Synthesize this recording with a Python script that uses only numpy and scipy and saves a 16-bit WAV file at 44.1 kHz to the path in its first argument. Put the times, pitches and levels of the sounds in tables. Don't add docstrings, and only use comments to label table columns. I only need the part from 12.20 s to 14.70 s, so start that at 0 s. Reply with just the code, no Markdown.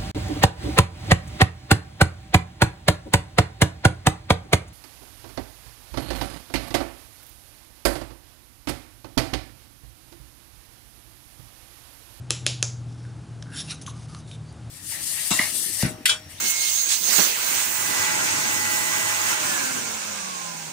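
import sys
import numpy as np
from scipy import signal
from scipy.fft import rfft, irfft, next_fast_len
from scipy.io import wavfile
from scipy.ndimage import uniform_filter1d, map_coordinates

SR = 44100
rng = np.random.default_rng(int(sys.argv[2]) if len(sys.argv) > 2 else 0)


def amplitude_ratio(level_db):
    exponent = np.asarray(level_db, float) / 20
    return 10 ** exponent


def pcm_store(signal):
    levels = np.round(np.clip(np.atleast_2d(signal), -1, 1) * 32767)
    wavfile.write(sys.argv[1], SR, levels.astype(np.int16).T)


N = 110250


def unit(x):
    return x / np.sqrt(np.mean(x ** 2) + 1e-20)


def along(points, hz):
    f, value = np.transpose(points)
    return np.interp(np.log(hz + 1), np.log(f + 1), value)


def wobble(rate, count=N):
    knots = rng.standard_normal(int(count * rate / SR) + 9)
    return map_coordinates(knots, [np.arange(count) * rate / SR])


def filtered(x, response):
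    m = next_fast_len(x.shape[-1] + SR // 4)
    spectrum = rfft(x, m) * response(np.fft.rfftfreq(m, 1 / SR))
    return irfft(spectrum, m)[..., :x.shape[-1]]


def resonance(f, hz, width):
    return 1j * f * width / (hz * hz - f * f + 1j * f * width)


# (time [s], energy [dB])
TAPS = [
    (0.1058, 7),
    (.2648, 8),
    (0.4268, 8),
]
# (frequency [Hz], width [Hz], first tap [dB], second tap [dB], third tap [dB])
PALETTE_MODES = [(344, 93, 3.5, 2.5, 0), (458, 230, -0.5, 1.5, -1), (1234, 140, -2.5, -6.5, -16),
                 (1720, 330, -10, -0.5, -4), (2670, 370, -0.5, 1.5, 1), (3255, 465, -0.5, 5, 1),
                 (4130, 310, 1.5, -0.5, 0.5), (4770, 320, -8, -7, -2.5), (5500, 500, 4.5, 3, 0),
                 (6160, 700, 3, 2.5, 4), (6570, 280, 0, 3, 3.5), (7400, 420, -6, -8, -2.5),
                 (8500, 480, -2, -3, -2), (10400, 590, 2, 1, -1.5)]
SPREAD_S, ROOM_BLUR = .0004, 2.5
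CRACK_DB, DAMPING, TAP_LOW_HZ = -14.5, 1.33, 273


def tap_knock(tap, late, blur):
    blow = 1. * (np.arange(SR // 8) == 0)

    def plate(f):
        total = amplitude_ratio(CRACK_DB)
        for (hz, width, *levels), delay in zip(PALETTE_MODES, late):
            mode = resonance(f, hz, blur * DAMPING * width) ** 2
            total = total + amplitude_ratio(levels[tap]) * mode * np.exp(-2j * np.pi * f * delay)
        return total * (1j * f / (TAP_LOW_HZ + 1j * f)) ** 3

    knock = filtered(blow, plate)
    if blur > 1:
        power = uniform_filter1d(np.abs(rfft(knock)) ** 2, size=70)
        pulse = irfft(np.sqrt(np.abs(power)), len(blow))
        knock = np.roll(pulse, 64) * (np.arange(len(blow)) < 256)
    return knock / np.linalg.norm(knock)


def taps():
    out = np.zeros((2, len(TAPS), N + SR))
    for n, (start, db) in enumerate(TAPS):
        late = SPREAD_S * rng.random(len(PALETTE_MODES))
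        for row, blur in zip(out[:, n], (1, ROOM_BLUR)):
            knock = tap_knock(n, late, blur)
            row[round(start * SR):][:len(knock)] += amplitude_ratio(db) * knock
    return out[..., :N]


def grit(count):
    clumps_db = 2.2 * wobble(699.7, count) + 0.6 * wobble(71, count)
    return rng.standard_normal(count) * amplitude_ratio(clumps_db)


# (time [s], rise [s], hold [s], fall [s], pressure [dB])
STROKES = [
    (1.297, 0.079, 0.041, 0.027, -33),
    (1.427, 0.013, 0.11, 0.021, -47),
    (1.457, 0.049, 0.01, 0.043, -32.5),
    (1.609, 0.0045, 0.014, 0.031, -44.5),
    (1.661, 0.002, 0.04, 0.034, -42.5),
    (1.716, 0.046, 0.096, 0.02, -53.5),
    (1.87, 0.019, 0.116, 0.026, -52.5),
    (2.036, 0.041, 0.084, 0.013, -52.5),
    (0.659, 0.029, 0.22, .08, -61.5),
]
# (frequency [Hz], width [Hz], level [dB])
GRIPS = [
    [(3590, 180, 1.5), (5520, 100, 8), (6940, 130, -13), (9000, 29, 2), (9840, 110, 3), (10920, 53, 0.5)],
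    [(5370, 41, -8), (7150, 51, -5), (9650, 25, 2)],
    [(2560, 150, -1), (3860, 25.1, 10), (5500, 45, 0), (6560, 47, -12), (8730, 49, -15), (10900, 65, -26)],
    [(5400, 34, -25), (6370, 54, -1), (8200, 55, -16), (9870, 32, 3)],
    [(3230, 43, -3.5), (3930, 120, 2), (5300, 35, -24), (6270, 25, 8.5), (7000, 330, -21), (10720, 99, 6)],
    [(5000, 170, -25), (6640, 190, -4), (8450, 38, -34), (10600, 120, -17)],
    [(4770, 73, -20), (6200, 65, -1), (9570, 180, -23), (11030, 64, -24)],
    [(3700, 69, -12), (4650, 63, -8), (5500, 120, -24), (10500, 42, -5)],
    [(1500, 100, -9), (3500, 300, 5), (5500, 300, -1)],
]
STROKE_RANGE_DB = 29
WIDEN_HZ, BROAD_DB, FLICKER_DB = 250, -9, 1.8


def scrapes():
    out, t = np.zeros(N + SR), np.arange(SR // 2) / SR
    for (start, rise, hold, fall, db), peaks in zip(STROKES, GRIPS):
        before, after = (rise - t) / rise, (t - rise - hold) / fall
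        short = np.maximum(np.maximum(before, after), 0)
        drive = grit(len(t))
        rub = amplitude_ratio(BROAD_DB) * filtered(drive, lambda f: resonance(f, 4740, 14700) ** 2)
        for k, (hz, width, peak_db) in enumerate(peaks):
            ring = filtered(drive, lambda f: resonance(f, hz, width + WIDEN_HZ))
            flicker = amplitude_ratio(peak_db / 2 + FLICKER_DB * wobble(45.3, len(t)))
            rub = rub + (-1) ** k * flicker * ring
        pressure = amplitude_ratio(np.maximum(db - STROKE_RANGE_DB * short, -140))
        out[round(start * SR):][:len(t)] += pressure * unit(rub)
    return out[:N]


# (time [s], level
# [dB], centre [Hz])
TICKS = [(0.1, -44, 3020), (1.2246, -42, 3260), (1.225, -40, 5500), (1.2255, -46.5, 1614),
         (0.2599, -42, 3000), (1.512, -31, 10300), (1.615, -42, 6370), (1.664, -38, 3100),
         (1.676, -42.5, 1500), (1.708, -52, 3500), (1.665, -40, 6400), (.725, -55, 5000), (.781, -62, 4500),
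         (0.851, -49.5, 1500), (1.947, -40, 4400), (1.948, -40, 1200), (2.114, -41, 3700),
         (2.326, -48, 9000)]
TICK_T60_S = .012


def ticks():
    out, t = np.zeros(N + SR), np.arange(1024) / SR
    for start, db, hz in TICKS:
        width = min(.2 * hz, 2000)
        puff = rng.standard_normal(len(t)) * amplitude_ratio(-60 * t / TICK_T60_S)
        puff = filtered(puff, lambda f: resonance(f, hz, width) + .06 * resonance(f, 6000, 8000))
        out[round(start * SR):][:len(t)] += amplitude_ratio(db + 9.0) * puff / np.abs(puff).max()
    return out[:N]


# (time [s], length
# [s], frequency [Hz])
SINGS = [(.84, .09, 1500), (1.257, .07, 1500), (1.3, .1, 286), (1.32, .06, 1580), (1.32, .03, 2700),
         (1.33, .034, 170), (1.345, .028, 7200), (1.35, .03, 3200), (1.38, .048, 1630), (1.381, .014, 5350),
         (1.383, .018, 3600), (1.408, .014, 5300), (1.408, .016, 3450), (1.47, .053, 148),
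         (1.478, .03, 2700), (1.505, .023, 3900), (1.51, .03, 8900), (1.512, .03, 1360),
         (1.515, .014, 6200), (1.54, .02, 6100), (1.58, .11, 270), (1.61, .11, 160), (1.614, .022, 6300),
         (1.668, .018, 6250), (1.677, .014, 1070), (1.69, .022, 6600), (1.7, .1, 1160), (1.891, .093, 1220),
         (2.002, .1, 3800), (2.113, .012, 3700), (2.113, .045, 3600), (2.24, .045, 4600),
         (2.285, .035, 4650), (2.285, .03, 6700)]
SINGS_DB = [-62, -54, -52.5, -46, -54, -47, -47, -48, -54, -42, -39, -42, -45.5, -40, -47, -40, -48, -48.5,
            -46.5, -50, -53, -43.5, -51, -47, -38.5, -53, -60, -55, -66.5, -47.5, -54, -67, -59.5, -65]
SING_EDGE_S, SING_WIDTH_HZ = 0.0024, 170
SING_SHARE = .05


def sings():
    lead = SR // 30
    out, t = np.zeros(N + SR), (np.arange(SR // 5) - lead) / SR
    for (start, length, hz), db in zip(SINGS, SINGS_DB):
        outside = np.abs(t - length / 2) - length / 2
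        gate = 1 / (1 + np.exp(np.clip(2 * outside / SING_EDGE_S, -50, 50)))
        width = min(max(SING_WIDTH_HZ, SING_SHARE * hz), hz / 5)
        tone = filtered(grit(len(t)), lambda f: resonance(f, hz, width) * resonance(f, hz, 2.5 * width))
        tone = unit(gate * tone) * np.sqrt(np.mean(gate ** 2))
        out[round(start * SR) - lead:][:len(t)] += amplitude_ratio(db) * tone
    return out[:N]


# (delay [s], level [dB])
WALLS = [(.009, -19), (.012, -21), (.0195, -23)]
# (frequency [Hz], t60 [s])
ROOM_T60 = [(300, 0.2), (1500, 0.32), (4000, 0.35), (7000, 0.31), (11000, 0.34)]
# (frequency [Hz], level [dB])
ROOM_COLOUR = [(300, 5.5), (1500, 0.5), (3500, 0), (5500, 1), (8000, 1), (11000, -6)]
# (frequency [Hz], side under mid [dB])
ROOM_SIDE = [(300, -10), (1000, -13), (3000, -16), (6000, -18), (10000, -15)]
ROOM_DB, ROOM_DELAY_S = -3.5, 0.001495


def room(x):
    hz, t, z = signal.stft(rng.standard_normal((2, SR // 2)), SR, nperseg=256)
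    decay_db = -60 * t / along(ROOM_T60, hz)[:, None] + along(ROOM_COLOUR, hz)[:, None]
    tail = signal.istft(z * amplitude_ratio(decay_db), SR, nperseg=256)[1]
    tail = amplitude_ratio(ROOM_DB) * tail / np.linalg.norm(tail[0])
    tail = np.pad(tail, ((0, 0), (round(ROOM_DELAY_S * SR), 0)))
    for delay, db in WALLS:
        tail[0, round(delay * SR)] += amplitude_ratio(db + rng.normal(0, 1))
    mid, side = tail[0], filtered(tail[1], lambda f: amplitude_ratio(along(ROOM_SIDE, f)))
    return signal.fftconvolve(x[None], np.array([mid + side, mid - side]), axes=1)[:, :N]


# (frequency [Hz], side under mid [dB])
SIDE_DB = [(60, -18), (170, -13), (490, -14), (1400, -13), (4000, -17), (8600, -13), (11000, -18)]


def rush(spectrum):
    def shape(f):
        return amplitude_ratio(along(spectrum, f)) * np.array([f * 0 + 1, amplitude_ratio(along(SIDE_DB, f))])

    mid, side = filtered(rng.standard_normal((2, N)), shape)
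    return unit(np.array([mid + side, mid - side]))


# (time [s], third order [Hz], level [dB])
ENGINE = [(0.0, 123.2, -39), (0.02, 123.0, -42), (.23, 122.3, -34), (.65, 119.3, -36), (.87, 119, -35),
          (.96, 118, -44.5), (1.04, 116.5, -40), (1.25, 116, -41.5), (1.4, 114.5, -49), (1.5, 115, -49.5),
          (1.6, 115, -47), (1.79, 115.1, -39.5), (2.04, 115.1, -47.5), (2.19, 115, -36), (2.25, 115.2, -49),
          (2.5, 115.9, -37.5)]
# (order [per turn], level under the settled third [dB])
ORDERS_DB = [(2, -11.5), (4, -6), (5, -18), (6, -17.5), (7, -20), (8, -22.5)]
# (frequency [Hz], density [dB per Hz])
RUMBLE = [(15, -83), (30, -44), (55, -10.5), (75, -4.5), (120, 1), (155, -2.5), (230, -16), (310, -17),
          (500, -27), (780, -48), (1320, -120)]
# (frequency [Hz], density [dB per Hz])
AIR = [(180, -16.5), (300, -3.5), (486, -8.5), (823, -6.5), (929, -11), (1550, -12.5), (1800, -17),
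       (5500, -21), (11000, -26), (14300, -66), (22000, -120)]
# (frequency [Hz], left over right [dB])
LEAN_DB = [(60, 1.5), (350, 1.5), (1990, -1), (11400, 4)]
SETTLED_DB, ORDER_WOBBLE_DB, FIRING_DEPTH = -41.5, 3, 0.16
ORDERS_GROW_DB_PER_S = 6
RUMBLE_DB, AIR_DB, AIR_RISE_DB_PER_S = -43, -53, 0.5


def engine():
    s, hz, db = np.transpose(ENGINE)
    t = np.arange(N) / SR
    turn = 2 * np.pi * np.cumsum(np.interp(t, s, hz)) / 3 / SR
    tone = amplitude_ratio(np.interp(t, s, db) + 1.2 * wobble(11)) * np.sin(3 * turn)
    growth = ORDERS_GROW_DB_PER_S * np.minimum(t - 1.4, 0)
    for order, level in ORDERS_DB:
        order_db = SETTLED_DB + level + growth + ORDER_WOBBLE_DB * wobble(7.03)
        phase = 6 * rng.random() + 0.58 * wobble(5.19)
        tone += amplitude_ratio(order_db) * np.sin(round(order) * turn + phase)
    throb = 1 + FIRING_DEPTH * np.sin(turn)
    rumble = amplitude_ratio(RUMBLE_DB + 0.68 * wobble(3.74)) * throb * rush(RUMBLE)
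    air = amplitude_ratio(AIR_DB + AIR_RISE_DB_PER_S * t + 0.46 * wobble(3.9)) * rush(AIR)
    return filtered(np.sqrt(2) * tone + rumble + air,
                    lambda f: amplitude_ratio(np.array([[.5], [-.5]]) * along(LEAN_DB, f)))


def scene():
    (direct, sent), rim = taps(), scrapes() + ticks() + sings()
    near = sum(direct) + rim
    side = filtered(near, lambda f: 1j * amplitude_ratio(-19) + 0 * f)
    shares = (0.64, 0.85, 0.56, 0.34)
    answer = sum(room(x) * share for x, share in zip([*sent, rim], shares))
    return near + side * [[1], [-1]] + answer + engine()


# (frequency [Hz], share of time [0-1])
SIDE_KEPT = [(1300, .95), (2500, .4), (4000, .09), (7000, .09), (8700, .4), (10500, .12)]


def patchy_width(x):
    mid, side = (x[0] + x[1]) / 2, (x[0] - x[1]) / 2
    hz, _, z = signal.stft([mid, side], SR, nperseg=1024)
    band = (np.arange(len(hz)) / 12).astype(int)
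    luck = rng.standard_normal((band.max() + 1, z.shape[2] // 2 + 1))
    luck = np.repeat(luck, 2, 1)[:, :z.shape[2]]
    luck = uniform_filter1d(luck, size=5, axis=1)
    rank = luck.ravel().argsort().argsort().reshape(luck.shape) / luck.size
    power = (np.abs(z[0, len(hz) // 10:]) ** 2).sum(0)
    attack = power > 11 * np.roll(power, 2)
    kept = (rank[band] < along(SIDE_KEPT, hz)[:, None]) | attack
    side = signal.istft(z[1] * kept, SR, nperseg=1024)[1][:N]
    return np.array([mid + side, mid - side])


def band_limit(x):
    return signal.sosfilt(signal.butter(12, 12040, fs=SR, output="sos"), x)


def record(dry):
    x = filtered(dry, lambda f: amplitude_ratio(np.maximum(-85 * np.maximum(f - 11000, 0) / 1000, -42)))
    return band_limit(patchy_width(x))


dry = scene()
out = record(dry)
pcm_store(out)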